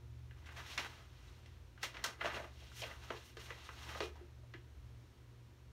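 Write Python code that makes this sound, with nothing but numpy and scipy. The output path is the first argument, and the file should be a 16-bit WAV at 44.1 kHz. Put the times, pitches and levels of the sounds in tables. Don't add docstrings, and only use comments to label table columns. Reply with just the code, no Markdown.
import sys
import numpy as np
from scipy import signal
from scipy.fft import rfft, irfft, next_fast_len
from scipy.io import wavfile
from scipy.ndimage import uniform_filter1d

SR = 44100
rng = np.random.default_rng(int(sys.argv[2]) if len(sys.argv) > 2 else 0)


def makeup_ratio(level_db):
    decades = np.asarray(level_db, float) / 20
    return 10 ** decades


def master(y):
    cut = np.clip(np.atleast_2d(y).T, -1, 1)
    pcm = np.round(cut * 32767)
    wavfile.write(sys.argv[1], SR, pcm.astype(np.int16))


N = 252242
SPAN = 16384


def level(x, db):
    return x * makeup_ratio(db) / np.sqrt(np.mean(x ** 2, axis=-1, keepdims=True))


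def shape(x, gain):
    n = next_fast_len(x.shape[-1])
    f = np.arange(n // 2 + 1) * SR / n + 1e-3
    return irfft(rfft(x, n) * gain(f), n)[..., :x.shape[-1]]


def ring(f, hz, q):
    return 1 / (1 + 1j * q * (f / hz - hz / f))


def band(f, lo_hz, hi_hz):
    low, high = 1j * f / hi_hz, lo_hz / (1j * f)
    return 1 / ((1 + np.sqrt(2) * low + low ** 2) * (1 + np.sqrt(2) * high + high ** 2))


def walk(rate_hz):
    k = int(SR / rate_hz)
    joined = np.interp(np.arange(N) / k, np.arange(1024), rng.standard_normal(1024))
    return 1.184 * uniform_filter1d(joined, k)


def curves(table):
    s, *columns = np.transpose(table)
    return [np.interp(np.arange(N) / SR, s, c) for c in columns]


def motor():
    # time in seconds, drone in Hz.
    revs = [(0, 73.57), (.3, 75.6), (.6, 77.87), (1, 80.36), (1.6, 82.96), (1.95, 83.34), (2.2, 70.6),
            (2.5, 71.47), (2.82, 72.47), (3.12, 73.26), (3.46, 73.32), (3.9, 73.75), (4.45, 74.18),
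            (4.95, 73.24), (5.37, 73.67), (5.72, 73.27)]
    # time in seconds, drone level in dB, upper-order level in dB.
    load = [(0, -55.5, -54), (.3, -56, -55.5), (.62, -57.5, -64.5), (1.15, -61, -70), (1.6, -59.5, -81),
            (1.95, -73, -76.5), (2.25, -57, -72), (2.55, -54.5, -84), (2.82, -64, -55.5), (3.0, -57.5, -65),
            (3.3, -67, -63.5), (3.75, -58.5, -65), (4.2, -55, -63), (4.52, -65.5, -61), (4.85, -56, -57),
            (5.3, -72, -66.5), (5.72, -61.5, -67.5)]
    # pitch in Hz, level in dB.
    overtones = [(242.2, -86), (360.7, -81), (409.1, -102), (479.1, -87.5), (958.2, -87.5)]
    upper_order, side_order, beat_turns = 1.6, 1.4, 0.39
    mains_hz, hum_db, rumble_db, wash_db, side_db = 120, -60, -63.5, -67.5, -8.5
    (hz,), (drone_db, upper_db) = curves(revs), curves(load)
    t, turns = np.arange(N) / SR, np.cumsum(hz) / SR

    drone = np.sin(2 * np.pi * turns) * makeup_ratio(drone_db + 2.5 + 1.6 * walk(12))
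    upper = np.sin(2 * np.pi * (upper_order * turns + beat_turns))
    upper = upper + makeup_ratio(side_db + 1.5 * walk(6.3)) * np.sin(2 * np.pi * side_order * turns)
    upper = upper * makeup_ratio(upper_db + 1.0 + 0.75 * walk(5.3))
    hum = np.sin(2 * np.pi * mains_hz * t) * makeup_ratio(hum_db)

    rumble = shape(rng.standard_normal(N), lambda f: ring(f, 58.1, 7.9) ** 2)
    wash = shape(rng.standard_normal(N), lambda f: ring(f, 90, 1.56) ** 2 + 0.5 * ring(f, 45, 1.6) ** 2)
    flutter = makeup_ratio(2 + 2.06 * walk(11.0))
    whine = flutter * sum(np.sin(2 * np.pi * f * t) * makeup_ratio(db) for f, db in overtones)
    return drone + upper + hum + level(rumble, rumble_db) + level(wash, wash_db) + whine


def air():
    # frequency in Hz, density in dB per Hz.
    spectrum = [(140, -46), (170, -31.5), (240, -27.5), (340, -28), (450, -32), (800, -38), (1000, -37),
                (1300, -38), (3000, -42), (6500, -46.5), (8000, -45), (14000, -47), (15600, -48.5)]
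    hz, db = np.transpose(spectrum)
    hiss = shape(rng.standard_normal(N), lambda f: makeup_ratio(np.interp(np.log(f), np.log(hz), db, left=-70)))
    return level(hiss, -67.5) * makeup_ratio(0.4 * walk(3))


def crackle(size, spread_db):
    return rng.standard_normal(size) * makeup_ratio(spread_db * rng.exponential(size=size))


def creases(lo_hz, hi_hz, count):
    place_in_band = (np.arange(count) + rng.random(count)) / count
    hz = lo_hz * (hi_hz / lo_hz) ** place_in_band[:, None]
    clicks = (rng.random((count, N)) < 45 / SR) * crackle((count, N), spread_db=3.0)
    return shape(clicks, lambda f: ring(f, hz, hz / 110)).sum(axis=0)


def contact(hz):
    # firmest
    # contact in seconds, level in dB, build-up in seconds, dying-away in seconds, brightness in octaves re 1
    # kHz.
    strokes = [(0.475, -63.5, 0.13, 0.13, 0.1), (0.6, -52.5, 0.12, 0.096, 0.46),
               (0.7, -51.5, 0.13, 0.3, 1.3), (0.795, -47, 0.044, 0.19, 0.5), (0.99, -63, 0.12, 0.13, 0.5),
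               (1.27, -64.5, 0.42, 0.45, 1), (1.842, -45.5, 0.029, 0.076, 1.5),
               (1.96, -57, 0.071, 0.32, -.2), (2.1, -53.5, 0.16, 0.07, 0),
               (2.26, -44.5, 0.077, 0.13, -0.03), (2.36, -46.5, 0.085, 0.14, 0.13),
               (2.66, -62.5, 0.36, 0.3, 1.5), (2.8, -50.5, 0.087, 0.087, 2), (2.87, -52, 0.081, .2, 0.7),
               (3.05, -55.5, 0.12, 0.3, 1), (3.17, -59, .1, 0.25, 1.5), (3.4, -53, 0.02, 0.075, 1.35),
               (3.44, -62, 0.091, 0.13, 2.5), (3.5, -55.5, 0.1, 0.31, 0.7), (3.63, -59, 0.21, 0.31, 1.34),
               (3.86, -57, 0.32, 0.26, 1.5), (3.979, -49.5, 0.33, 0.053, 0.6),
               (4.049, -51.5, 0.14, 0.062, 1.5), (4.18, -64.5, 0.16, 0.11, -0.6),
               (0.39, -68, 0.052, .05, 1),
        (0.524, -57, 0.028, 0.046, 0.5),
        (2.77, -52.5, .03, .2, 4),
        (3.42, -62, .03, 0.053, 4.5),
        (4.25, -67, 0.016, 0.07, -0.5),
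        (2.45, -55.5, .03, 0.03, -1.2),
        (0.58, -64, .03, .12, 3.5),
        (3.26, -61, 0.091, 0.12, 3.5),
    ]
    range_db, rounding = 20, 1.166
    duller_db_per_oct, brighter_db_per_oct = 5.5, 4.5
    s, db, rise_s, fall_s, octaves = np.transpose(strokes)[..., None]
    grid = np.arange(0, N + 64, 64)
    late_s, off = grid / SR - s, np.log2(hz / 1000) - octaves
    swell_db = -range_db * np.maximum(late_s / np.abs(fall_s), -late_s / np.abs(rise_s)) ** rounding
    colour_db = -np.maximum(brighter_db_per_oct * off, -duller_db_per_oct * off)
    power = (makeup_ratio(db + swell_db + colour_db) ** 2).sum(axis=0)
    return np.interp(np.arange(N), grid, np.sqrt(power))


def slide():
    edges_hz = [250, 700, 2000, 5000, 9000, 15500]
    grit = crackle(N, spread_db=2.1) * makeup_ratio(1.5 * walk(90))
    smear = rng.standard_normal(N) * np.sqrt(uniform_filter1d(grit ** 2, 1000, origin=499))
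    out = 0
    for lo, hi in zip(edges_hz, edges_hz[1:]):
        layer = shape(grit + 0.92 * smear, lambda f: band(f, lo, hi) / (1 + 1j * f / 6000))
        layer = level(layer, 1) + level(creases(lo, min(hi, 9000), count=3), -19)
        out = out + layer * contact(np.sqrt(lo * hi)) * makeup_ratio(walk(70))
    return out


def burst(ms):
    # delay in ms, level in dB.
    echoes = [
        (5.5, -5),
        (10, -9),
        (19, -9),
        (24, -13),
    ]
    room_t60_s, room_top_t60_s, room_db = 0.26, 0.22, -3
    count, t = len(ms), np.arange(SPAN) / SR
    length_ms = np.maximum(ms, 0.3)
    age = t * 1000 / length_ms
    run = crackle((count, SPAN), spread_db=2.37) * (1 - np.exp(-age / 0.29)) * np.exp(-(age / 1.7) ** 2)

    dense = crackle((count, SPAN), spread_db=1.5) * (1 - np.exp(-t / 0.0058))
    low = shape(dense, lambda f: 1 / (1 + 1j * f / 2500))
    tail = low * makeup_ratio(-60 * t / room_t60_s) + (dense - low) * makeup_ratio(-60 * t / room_top_t60_s)
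    heard = run + level(tail, room_db) * np.sqrt(np.mean(run ** 2, axis=1, keepdims=True))
    for lag_ms, db in echoes:
        late = np.maximum(age - lag_ms / length_ms, 0)
        envelope = (1 - np.exp(-late / 0.12)) * np.exp(-late)
        heard = heard + makeup_ratio(db) * crackle((count, SPAN), spread_db=2.0) * envelope
    return np.array([run, heard])


def crest(x):
    return 2 * np.sqrt(uniform_filter1d(x ** 2, size=88, axis=1).max(axis=1, keepdims=True))


def place(s, db, gain, runs):
    direct, heard = shape(runs, gain)
    out = np.zeros(N + SPAN)
    for start, one in zip((s[:, 0] * SR).astype(int), heard * makeup_ratio(db) / crest(direct)):
        out[start:start + SPAN] += one
    return out[:N]


def snaps():
    # start in seconds, peak in dB, ringing pitch in Hz, breadth in octaves,
    # crispness in dB re peak.
    buckles = [(0.309, -47, 1700, 0.69, -16), (0.777, -25, 2330, 0.97, -21), (1.459, -51.5, 2100, 1.1, -12),
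               (1.776, -47, 1400, 0.8, -23), (1.968, -35.5, 2070, 0.66, -30),
               (2.04, -28.5, 2100, 1.57, -1.5), (2.243, -38, 1750, 0.45, -16),
               (2.256, -26, 1220, 0.91, -48), (2.343, -37, 2670, 0.22, -21),
               (2.441, -41.5, 1090, 0.88, -29), (2.818, -33.5, 3000, 0.7, -16),
               (2.913, -41, 1800, 0.65, -20), (3.103, -28.5, 1010, 0.91, -29),
               (3.369, -40, 1700, 1.35, -13), (3.504, -34, 1910, 0.33, -43),
               (3.689, -36, 1360, 0.25, -21.5), (3.891, -35.5, 1230, 1.3, -11),
               (4.004, -27, 1260, 1.5, -48), (4.537, -40.5, 1820, 0.72, -19)]
    # start in seconds, peak in dB, ringing pitch in Hz,
    # crispness in dB re peak, length in ms.
    shuffles = [(0.457, -50, 2300, -8, 14), (0.486, -45.5, 1610, -16, 7.9), (0.562, -44, 2160, -9.5, 12),
                (0.658, -48, 2020, -15, 7.1), (1.829, -28.5, 2100, -4.5, 5.7), (1.941, -44, 1890, -28, 9.3),
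                (2.042, -29, 1360, -6.5, 5.6), (2.059, -33.5, 1530, -15, 4.4),
                (2.208, -29, 1480, -20.5, 7.1), (2.298, -35, 1610, -31, 6.3),
                (2.369, -41.5, 2030, -25, 4.2), (2.715, -46.5, 1323, -16, 5.1),
                (2.834, -33.5, 2500, -18, 2.6), (3.457, -49, 2920, -12, 6.3), (3.949, -38, 1250, -21, 3.2),
                (4.155, -49, 800, -15, 5.4)]
    snap_ms, shuffle_octaves = 2.6, 0.63
    rows = [(*row, snap_ms) for row in buckles]
    rows += [(s, db, hz, shuffle_octaves, crisp_db, ms) for s, db, hz, crisp_db, ms in shuffles]
    s, db, hz, octaves, crisp_db, ms = np.transpose(rows)[..., None]
    runs, wide = burst(ms), 2 ** np.maximum(octaves, 0.2)

    def sheet_gain(f):
        return (ring(f, hz, 6.8) + 1.06) * band(f, hz / wide, hz * wide) / (1 + 1j * f / (5.0 * hz * wide)) ** 2

    sheet = place(s, db - 3.0, sheet_gain, runs)
    crisp = place(s, db + crisp_db + 3, lambda f: band(f, 3200, 6800) + 0.16 * band(f, 7000, 12500), runs)
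    return sheet + crisp


def knocks():
    # start in seconds, peak in dB, pitch in Hz, length in ms.
    blows = [(0.563, -57, 656, 5.2), (0.778, -64, 746, 4), (1.831, -43.5, 600, 4.1),
             (2.043, -42.5, 510, 1.1), (2.211, -44.5, 468, 6.7), (2.244, -28, 628, 4.2),
             (2.257, -45, 678, 4.7), (2.367, -38, 610, 8.1), (2.399, -38, 630, 2.5), (2.45, -47, 620, 2.7),
             (2.622, -51.5, 610, 2), (2.817, -42.5, 630, 9.1), (2.835, -42.5, 560, 3.2),
             (3.103, -35.5, 422, 5), (3.369, -43, 426, 2.4), (3.504, -46, 480, 5.1), (3.689, -49, 451, 3),
             (3.955, -41, 517, 2.7), (4.005, -31.5, 424, 1.9), (4.154, -66, 442, 4.2),
             (4.206, -50.5, 370, 4.8), (4.239, -68, 480, 2.2), (4.433, -57, 640, 3.6),
             (4.538, -48, 328, 8.4)]
    s, db, hz, ms = np.transpose(blows)[..., None]
    return place(s, db - 1.0, lambda f: ring(f, hz, 6.7) * band(f, 0.27 * hz, 4.2 * hz), burst(ms))


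def scene():
    # pitch in Hz, width in Hz, boost in dB.
    modes = [(354.6, 10.7, 8.5), (454, 12, 3), (678, 15, 5), (864, 6.6, 3.5), (955, 13.4, 5), (1070, 15, 3),
             (1230, 66, 4), (1560, 19, 6.5), (1700, 13, 7.5), (1994, 86, 6), (2460, 13.5, 8.5),
             (2790, 140, 5.5), (3190, 81, 5), (3900, 90, 3.5), (5430, 93, 2.5)]
    distant = motor() + air()
    paper = slide() + snaps() + knocks()
    book = shape(paper, lambda f: 1 + sum((makeup_ratio(db) - 1) * ring(f, hz, hz / width) for hz, width, db in modes))
    return (book * makeup_ratio(-0.3) + distant)[None]


def low_pass(x):
    return signal.sosfilt(signal.butter(12, 15780, fs=SR, output="sos"), x)


def record(dry):
    # centre in Hz, width in Hz, gain in dB.
    port = [
        (4870, 340, -5),
        (6120, 7400, 2.5),
        (7910, 1930, -7.5),
        (10320, 1700, -8),
        (14650, 8100, -10.5),
    ]
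    top_hz = 15780

    def port_gain(f):
        db_sum = sum(db / (1 + (2 * (f - hz) / width) ** 2) for hz, width, db in port)
        return makeup_ratio(db_sum) * (f < top_hz)

    return low_pass(shape(dry, port_gain))


dry = scene()
out = record(dry)
master(out)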